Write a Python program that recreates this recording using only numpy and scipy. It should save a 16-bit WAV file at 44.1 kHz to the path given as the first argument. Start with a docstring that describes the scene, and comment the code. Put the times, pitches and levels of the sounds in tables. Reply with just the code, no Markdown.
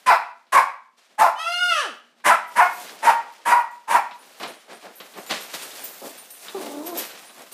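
"""A small dog yaps from a wire crate in a hard-floored room; each bark is a puff of air and a yelp.
A macaw perched on the rim answers with one call that turns raspy and slides down.
Then both scramble about: bedding and feathers rustle, the wire knocks and jingles, and the dog
grumbles low with its mouth closed. Underneath lie a faint hum and a hiss that rises and dips.
A small microphone cuts the bass and squashes the loudest barks."""
import sys
import numpy as np
from scipy import signal
from scipy.fft import rfft, irfft
from scipy.io import wavfile
from scipy.ndimage import uniform_filter1d, minimum_filter1d

SR = 44100
rng = np.random.default_rng(int(sys.argv[2]) if len(sys.argv) > 2 else 0)


def to_wav(s):
    """Save 16-bit WAV."""
    ch = np.atleast_2d(s).T  # columns
    pcm = np.round(np.clip(ch, -1, 1) * 32767)  # PCM
    wavfile.write(sys.argv[1], SR, pcm.astype(np.int16))


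N = 332073
CUTOFF_HZ = 15760   # where the treble ends


def dog():
    """The dog's voice: sharp barks, then low grumbles."""
    # each bark: (start [s], rise [s], fall [s], yelp pitch [Hz], pitch after the break [Hz],
    # crest [dB], level after the break [dB], first air [dB], full puff of air [dB],
    # mouth opening [dB], rasp [dB], roughness [0-1])
    barks = [(0.06, .042, 0.077, 1030, 690, -4, -14.5, -20.5, -23, 2, 7, .4),
             (0.52, 0.062, .06, 1113, 764, -3.5, -23, -20.5, -19, -0.5, 2.5, 0.47),
             (1.178, 0.047, 0.084, 886.7, 695, -5, -14, -44, -19.5, -5, 0, 0.45),
             (2.238, .062, 0.067, 1010, 674, -14.5, -13, -34.5, -12.5, 3, 1.5, 0.31),
             (2.55, .05, 0.086, 971.4, 734, -8.5, -14, -44, -20, 2.5, 0, 0.26),
             (3.02, .078, 0.051, 930, 823, -4.5, -21, -37, -20.5, -0.5, 3, 0.4),
             (3.45, 0.0739, 0.1037, 960, 979.3, -7.5, -15.5, -29.5, -20.5, 0, -0.5, 0.36),
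             (3.872, .09, 0.047, 943, 817, -8.5, -17.5, -43, -22.5, -2.5, 1.5, 0.43)]
    # one list for each grumble: (time [s], pitch [Hz], level [dB], roughness [0-1])
    grumbles = [
        [(6.015, 266, -41, 0.42), (6.057, 264.7, -38, 0.41), (6.12, 327, -62, 0.54)],
        [(6.545, 402.3, -27.5, 0.08), (6.583, 375.4, -32.5, 0.28), (6.609, 283.4, -41.5, 0.53),
         (6.775, 289.1, -36.5, 0.32), (6.855, 319, -38, 0.36), (6.885, 353.8, -34, 0.17),
         (6.935, 336.7, -32.5, 0.26), (6.965, 348.3, -42, 0.57), (7.03, 288, -54, 0.6)],
    ]
    return sum(bark(*row) for row in barks) + sum(grumble(rows) for rows in grumbles)


def bark(start, rise, fall, yelp_hz, broken_hz, crest_db, broken_db,
         first_air_db, puff_db, open_db, rasp_db, rough):
    """Air puffs out, a yelp swells to its crest, then the pitch breaks, mostly downward, and falls."""
    # how the mouth shapes the tone: (frequency [Hz], level [dB])
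    mouth = [(150, -43), (450, -16), (700, 2), (980, 10), (1450, -1), (2000, -7.5), (2500, -8),
             (2950, -24.5), (3600, -29), (5100, -25.5), (6100, -33), (15000, -30.5)]
    # the hiss of the breath: (frequency [Hz], level [dB per Hz])
    breath = [(88, -55), (150, -44.5), (205, -21), (510, -21), (573, -9), (782, -11), (1010, -2),
              (1430, -15.5), (1540, -4.5), (3930, -27), (4770, -29), (10400, -23), (13900, -33.5),
              (15600, -56.5)]
    crest = start + rise
    # five moments: a faint start, the puff, the crest, the break, the end
    times = [start, start + 0.4505 * rise, crest, crest + 0.018, crest + fall]
    hz = [0.92 * yelp_hz, yelp_hz, yelp_hz, broken_hz, 0.94 * broken_hz]
    level_db = np.array([crest_db - 28, crest_db - 13.5, crest_db, broken_db, broken_db - 11.5])
    air_db = np.array([first_air_db, puff_db, puff_db - 4, puff_db - 16.5, puff_db - 25])
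    roughness = rough + np.array([0, 0, 0.1, 0.1, 0.2])
    half_pitch = np.full(len(times), 0.44)
    return voice(times, [hz, level_db, air_db - level_db, roughness, half_pitch],
                 open_mouth(mouth, open_db, rasp_db), open_mouth(breath, open_db, rasp_db),
                 wobble=0.0668, hoarse=1.0, flutter_db=2.5, fade_s=0.011)


def open_mouth(spectrum, open_db, rasp_db):
    """A wider mouth lifts the middle of the sound; rasp lifts the band above it."""
    return [(hz, db + open_db * (1300 < hz < 3100) + rasp_db * (3500 < hz < 5500)) for hz, db in spectrum]


def grumble(rows):
    """A closed-mouth murmur; the rougher it is, the more air and half pitch it carries."""
    # how the closed mouth muffles tone and breath: (frequency [Hz], level [dB])
    closed_mouth = [(88, -35), (150, -6), (318, 12), (566, 8.5), (1140, -1), (1910, -30), (3000, -31),
                    (3900, -13), (6600, -120)]
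    times, hz, level_db, rough = np.transpose(rows)
    air_db = -25 + 56 * rough
    half_pitch = 0.56 * rough
    return voice(times, [hz, level_db, air_db, rough, half_pitch], closed_mouth, closed_mouth,
                 wobble=0.111, hoarse=0.84, flutter_db=2.0, fade_s=0.0032)


def macaw(slide_from_s=1.74, slide_to_s=1.95, slide_fade_s=0.057):
    """Returns the call, clear and then raspy, and two low tones that stay pure as it slides down."""
    # the course of the call: (time [s], pitch [Hz], level [dB])
    melody = [(1.35, 577, -48), (1.401, 639, -32), (1.5, 696.6, -27), (1.601, 720.7, -24.5),
              (1.7, 702.3, -21.5), (1.76, 632.5, -28.5), (1.81, 561.5, -27), (1.86, 394.5, -41.5),
              (1.916, 218, -53), (1.97, 180, -58)]
    # how the throat shapes the tone: (frequency [Hz], level [dB])
    throat = [(150, -4), (300, -4), (500, -7), (700, -8), (1000, -12), (1420, 3), (1650, 0), (2000, -8),
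              (2450, -10), (2950, 2), (3500, -13), (3900, -18), (5000, -16), (6300, -20), (7000, -28),
              (9500, -24), (11000, -28), (13000, -33), (15500, -46)]
    # the raspy air: (frequency [Hz], level [dB per Hz])
    rasp = [(530, -45), (900, -15.5), (1470, -22.5), (1650, 3.5), (2000, -34.5), (2600, -19), (3000, 0),
            (3580, -9), (4600, -16), (5900, -13), (7000, -16), (9860, -15), (11000, -35), (14300, -40),
            (15500, -93.5)]
    # the pure tones, at the pitch and at twice the pitch: (starting level [dB], change [dB per s])
    pure_tones = [(-30.5, -100), (-25, -115)]
    times, hz, level_db = np.transpose(melody)
    air_db = np.interp(times, [1.64, 1.76], [-51, -8])   # air rushes in after the held note
    rough, half_pitch = np.full(len(times), 0.049), np.zeros(len(times))
    call = voice(times, [hz, level_db, air_db, rough, half_pitch], throat, rasp,
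                 wobble=0.072, hoarse=0.065, flutter_db=3.0, fade_s=0.017)
    t = np.arange(N) / SR
    phase = 2 * np.pi * np.cumsum(np.interp(t, times, hz)) / SR
    since = np.clip(t, slide_from_s, slide_to_s) - slide_from_s
    fade = np.clip(np.minimum(t - slide_from_s, slide_to_s - t) / slide_fade_s, 0, 1)
    slide = sum(amp(db + db_per_s * since) * np.sin(k * phase)
                for k, (db, db_per_s) in enumerate(pure_tones, 1))
    return call, np.sqrt(2) * fade * slide


def voice(times, curves, throat, breath, wobble, hoarse, flutter_db, fade_s):
    """Vocal folds buzz and the throat shapes the tone; rough folds waver, skip cycles and leak air."""
    at = np.arange(round(times[0] * SR), round(times[-1] * SR))
    size = len(at)
    hz, level_db, air_db, rough, half_pitch = [np.interp(at / SR, times, curve) for curve in curves]
    waver = 1 + wobble * rough * drift(160.5, size) + 0.0044 * drift(16, size)
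    phase = 2 * np.pi * np.cumsum(hz * waver) / SR
    multiples = np.arange(0.5, 40, 0.5)[:, None]
    gains = amp(at_hz(throat, multiples * hz)) * (multiples * hz < CUTOFF_HZ)
    gains[::2] *= half_pitch   # skipping every other cycle adds tones between the overtones
    gains /= np.sqrt(np.sum(gains ** 2, axis=0) / 2)
    flutters = np.array([drift(20.5, size) for _ in range(8)])   # overtones swell and fade unevenly
    gains *= amp(flutter_db * flutters[np.arange(len(gains)) // 2 % 8])
    tone = np.sum(gains * np.sin(multiples * phase + 2 * np.pi * rng.random(multiples.shape)), axis=0)
    tone *= amp(2.36 * rough * drift(120, size))   # strength stumbles from cycle to cycle
    tone = np.sqrt(1 - rough ** 2) * tone + hoarse * rough * shaped_noise(throat, size)
    air = amp(air_db) * shaped_noise(breath, size) * (1 + 0.18 * np.sin(phase))   # puffs with each cycle
    fade = np.clip(np.minimum(at - at[0], at[-1] - at) / (fade_s * SR), 0, 1)
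    out = np.zeros(N)
    out[at] = amp(level_db) * fade * (tone + air)
    return out


def knocks(rattle_s=0.023, snap_s=0.0006, tick_s=0.0054, body_db=-12, tick_db=-10):
    """Loose wire panels snap and clatter briefly at each knock, with a bright tick on top."""
    # paws and claws hit the wire: (time [s], level [dB], extra level for the tick [dB])
    hits = [(0.468, -49, -16), (1.153, -51, -2), (1.952, -44, -20), (2.201, -45, -8), (4.111, -28.5, -27),
            (4.4, -25, -5), (4.432, -17.5, -20), (4.708, -39, -18), (4.827, -34, -18), (5.002, -27, -20),
            (5.138, -34, -18), (5.264, -31, 5), (5.309, -10.5, -20), (5.54, -20.5, -21), (6.18, -33, -4),
            (6.304, -43.5, 19), (6.483, -26, -17), (6.664, -27, -17), (7.295, -34, -12), (7.332, -54, -8),
            (7.393, -39, 5), (7.42, -37, 7), (7.465, -38, -1), (7.514, -43, -5)]
    # the clatter of the crate: (frequency [Hz], level [dB per Hz])
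    crate = [(88, -40), (150, 7), (485, 5), (971, 8.5), (1150, 14), (1380, 7), (4020, 7.5), (6000, -7),
             (7800, -47), (13200, -120)]
    out, t = np.zeros(N), np.arange(SR // 10) / SR
    for start, level_db, treble_db in hits:
        body = amp(body_db) * shaped_noise(crate, len(t)) * (np.exp(-t / rattle_s) + np.exp(-t / snap_s))
        hiss = filtered(rng.standard_normal(len(t)), 2, 5000, "high")
        tick = amp(tick_db + treble_db) * hiss * np.exp(-t / tick_s)
        i = round(start * SR)
        out[i:i + len(t)] += amp(level_db) * (body + tick)[:N - i]
    return out


def wire_taps(gain_db=-8, spread_db=3.5):
    """Each tap sets the wire ringing, every tone with a strength of its own."""
    # a claw or beak taps the wire: (time [s], level [dB])
    taps = [(2.8938, -31), (4.11, -44), (5.54, -22.5), (5.7137, -30), (6.483, -25.5), (6.6644, -42)]
    # the tones of the wire: (frequency [Hz], level [dB], time to fade by 60 dB [s])
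    tones = [(3450, -4, 0.059), (3730, -6.5, 0.094), (4260, -5.5, 0.057), (4950, -8, 0.059)]
    times, level_db = np.transpose(taps)
    luck_db = spread_db * rng.standard_normal((len(taps), len(tones)))
    out = np.zeros(N)
    for k, (hz, tone_db, ring_s) in enumerate(tones):
        clicks = np.zeros(N)
        clicks[np.round(times * SR).astype(int)] = amp(gain_db + level_db + tone_db + luck_db[:, k])
        out += ring(clicks, hz, ring_s)
    return out


def jingles(gain_db=-22, bounces_per_s=500, settle_s=0.024, spread_db=4.5, swing_db=-12, swing_s=0.16):
    """Small metal parts bounce unevenly and ring at each shake, then swing on more softly."""
    # each shake: (time [s], level [dB], extra for middle-sized parts [dB], extra for the largest [dB])
    shakes = [(2.4738, -45, -3, -18), (2.7296, -28, -12, -17), (2.822, -43, -9, -14), (3.3228, -49, 3, -14),
              (3.71, -49.5, -3, -2), (4.1026, -62, -6, -7), (4.1884, -45, -5, -13), (4.3866, -45, -3, -8),
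              (4.4744, -40.5, 3, -16), (4.7302, -43, 6.5, -6), (4.9566, -38, -1, -20),
              (5.174, -38, -2, -19), (5.2704, -30, -11, -8), (5.409, -31.5, -1, -11),
              (5.6255, -26, -7, -24), (5.8022, -35, -4, -15), (5.839, -23, -10, -14),
              (6.0645, -32, -8, -20), (6.176, -31.5, -4.5, -28), (6.3071, -27, -2, -25),
              (6.5959, -42.5, 7.5, -14), (6.8613, -23.5, -10.5, -19), (6.975, -16.5, -13.5, -28),
              (7.0994, -43, -8, -2), (7.2505, -50, 14, -17), (7.5233, -24.5, -7, -16)]
    # the tones of the parts: (frequency [Hz], level [dB], time to fade by 60 dB [s])
    tones = [(7150, 0.5, 0.46), (8370, -2.5, 0.073), (8700, -10, 0.051), (8940, -6, 0.088),
             (9140, 1.5, 0.074), (9700, 4, 0.064), (10200, -8, 0.048), (10300, -11, .06),
             (11640, -16, 0.107), (12400, -21, 0.133), (12000, -6, 0.12), (12600, -0.5, 0.072),
             (12440, 3, 0.053), (13070, -6, 0.074), (13200, -21, 0.071), (13500, -22, 0.062),
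             (13900, -7, 0.09), (14300, 0, .06)]
    t, out = np.arange(N) / SR, np.zeros(N)
    starts, level_db, middle_db, largest_db = np.transpose(shakes)
    luck_db = spread_db * rng.standard_normal((len(shakes), len(tones)))
    latest = np.searchsorted(starts, t) - 1
    since = np.abs(t - starts[latest])
    shaking = (latest >= 0) * (np.exp(-since / settle_s) + amp(swing_db) * np.exp(-since / swing_s))
    for k, (hz, tone_db, ring_s) in enumerate(tones):
        part_db = largest_db if hz < 7800 else middle_db if hz < 10900 else 0
        bounces = (rng.random(N) < bounces_per_s / SR) * rng.standard_normal(N)
        bounces[np.round(starts * SR).astype(int) + 1] = 1   # every shake opens with a firm hit
        strength = amp(gain_db + level_db + part_db + tone_db + luck_db[:, k])
        out += ring(bounces * shaking * strength[latest], hz, ring_s)
    return out


def hiss_and_rustle(patchy_db=2.0, grit_db=1.5):
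    """Background hiss, later with rustling bedding and feathers: low, middle and bright noise flicker."""
    # a faint hiss that rises and dips, later joined by rustling: (time [s], level [dB], treble [dB])
    background = [(0, -62, -57), (.23, -63, -80), (.45, -69, -79), (.9, -73, -88.5), (1.2, -68, -78.5),
                  (1.94, -67, -65), (2.05, -66.5, -84), (2.3, -66.5, -89), (2.55, -51.5, -51),
                  (2.85, -45.5, -44), (3.3, -55, -71), (3.93, -63.5, -69), (4.3, -52.5, -55.5),
                  (4.65, -60, -71), (5.0, -56.5, -54.5), (5.7, -44.5, -42.5), (6.33, -57, -51.5),
                  (6.6, -44, -42.5), (6.8, -52, -46), (7.1, -45.5, -47.5), (7.53, -62.5, -52.5)]
    # the tone of the noise: (frequency [Hz], level [dB per Hz])
    spectrum = [(47, -98), (80, -10.5), (177, -6.5), (680, 2.5), (947, -2.5), (1760, -3.5), (2500, -6),
                (9400, -10.5), (10700, -11.5), (12000, -11.5), (15600, -11.5)]
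    # scuffs of paws and sweeps of wings: (start [s], rise [s], middle [dB], low [dB], bright [dB])
    scuffs = [(.965, 0.017, -56.5, -70.5, -88.5), (1.08, .03, -66.5, -62.5, -87),
              (2.40, 0.024, -67, -62, -69), (4.394, 0.035, -42.5, -34, -60),
              (4.671, 0.052, -48, -42.5, -66), (4.82, 0.036, -56, -41.5, -55),
              (4.998, 0.0086, -49, -48, -62), (5.14, 0.037, -57, -41, -63), (5.29, 0.023, -29, -29, -55),
              (5.528, .012, -37, -45.5, -36.5), (5.6, 0.035, -55, -48, -36), (5.8, 0.063, -73, -47, -39),
              (6.015, 0.051, -47.5, -47, -41), (6.4, 0.052, -50, -47, -42.5), (6.85, .02, -48, -46, -41),
              (6.938, 0.056, -37, -41, -30.5), (7.33, 0.078, -66, -45, -54), (7.509, 0.016, -53, -48, -42)]
    # how fast a scuff fades: (low [dB per s], middle [dB per s], bright [dB per s])
    fades = [156, 92, 167]
    t, out = np.arange(N) / SR, np.zeros(N)
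    times, *curves = np.transpose(background)
    level_db, treble_db = [np.interp(t, times, curve) for curve in curves]
    background_db = [level_db - 2, level_db, treble_db]
    for k, band_hz in enumerate([(60, 1500), (1500, 6000), (6000, 20000)]):
        power = amp(background_db[k]) ** 2
        for start, rise, middle_db, low_db, bright_db in scuffs:
            i = round(start * SR)
            since = t[i:i + SR // 2] - start
            shape = np.clip(since / rise, 0, 1) * amp(-fades[k] * np.maximum(since - rise, 0))
            power[i:i + SR // 2] += (amp([low_db, middle_db, bright_db][k]) * shape) ** 2
        noise = rms_one(filtered(shaped_noise(spectrum, N), 1, band_hz, "band"))
        flicker = amp(patchy_db * drift(11, N) + grit_db * drift(350, N))
        out += noise * np.sqrt(power) * flicker
    return out


def room(x, echo_db=-8.5, first_echo_s=0.0035):
    """The hard room returns dense echoes, which die away fastest in the top treble."""
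    # how long the room rings: (frequency [Hz], time to fade by 60 dB [s])
    ring_times = [(200, 0.3), (600, 0.36), (1200, 0.42), (3000, 0.41), (7000, 0.32), (14000, 0.24)]
    t, edges_hz = np.arange(SR) / SR, 100 * 2 ** np.arange(0, 7.6, 0.5)
    echoes = np.zeros(SR)
    for low, high in zip(edges_hz, edges_hz[1:]):
        band = filtered(rng.standard_normal(SR), 2, [low, high], "band")
        echoes += band * amp(-60 * t / at_hz(ring_times, np.sqrt(low * high)))
    echoes *= np.clip(t / first_echo_s - 1, 0, 1)
    echoes /= np.sqrt(np.sum(echoes ** 2))
    return amp(echo_db) * signal.fftconvolve(x, echoes)[:N]


def hum():
    """A faint, wavering hum that swells briefly."""
    # the loudness of the hum: (time [s], level [dB])
    swell = [(0, -85), (1.5, -80.5), (1.8, -73.5), (2.25, -71), (2.6, -78.5), (7.53, -78)]
    level_db = np.interp(np.arange(N) / SR, *np.transpose(swell))
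    return amp(level_db) * rms_one(ring(rng.standard_normal(N), hz=238, ring_s=0.22))


def amp(db):
    """Turns decibels into a gain."""
    return 10 ** (np.asarray(db) / 20)


def rms_one(x):
    """Scales a signal to an average strength (rms) of 1."""
    return x / np.sqrt(np.mean(x ** 2) + 1e-20)


def at_hz(points, hz):
    """Reads between a table's rows, giving each octave equal room."""
    known_hz, values = np.transpose(points)
    return np.interp(np.log(np.maximum(hz, 1)), np.log(known_hz), values)


def filtered(x, order, hz, kind):
    """Keeps the lows, the highs or a band; a higher order cuts more steeply."""
    return signal.sosfilt(signal.butter(order, hz, kind, fs=SR, output="sos"), x)


def drift(rate_hz, size):
    """A random wander of strength 1, up to about rate_hz fast."""
    r = np.exp(-2 * np.pi * rate_hz / SR)
    return rms_one(signal.lfilter([1], [1, -2 * r, r * r], rng.standard_normal(size + 4000))[4000:])


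def shaped_noise(spectrum, size):
    """Noise of strength 1 with the given balance of lows and highs."""
    white = rfft(rng.standard_normal(size))
    hz = np.arange(len(white)) * SR / size
    return rms_one(irfft(white * amp(at_hz(spectrum, hz)), size))


def ring(clicks, hz, ring_s):
    """Each click starts a pure tone that fades by 60 dB in ring_s."""
    decay, step = amp(-60 / (ring_s * SR)), 2 * np.pi * hz / SR
    return signal.lfilter([0, np.sin(step)], [1, -2 * decay * np.cos(step), decay ** 2], clicks + 1e-18)


def scene():
    """Voices and crate noises fill the room; hiss, rustle and hum lie beneath."""
    call, slide = macaw()
    near = dog() + knocks() + wire_taps() + jingles() + slide
    # the macaw calls away from the microphone, so more of it comes by way of the walls
    to_walls = near + amp(6) * call
    return (near + call + hum() + room(to_walls) + hiss_and_rustle())[None]


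def record(dry, ceiling=0.67):
    """The small microphone loses the bass and top treble, and turns the loudest peaks down."""
    x = filtered(dry, 6, 160.3, "high")
    x = filtered(x, 2, 13800, "low")
    needed_gain = ceiling / np.maximum(np.abs(x), ceiling)
    x = x * uniform_filter1d(minimum_filter1d(needed_gain, size=131), size=65)   # quick, smooth dips
    return signal.sosfilt(signal.cheby2(22, 80, CUTOFF_HZ + 100, fs=SR, output="sos"), x)


dry = scene()
out = record(dry)
to_wav(out)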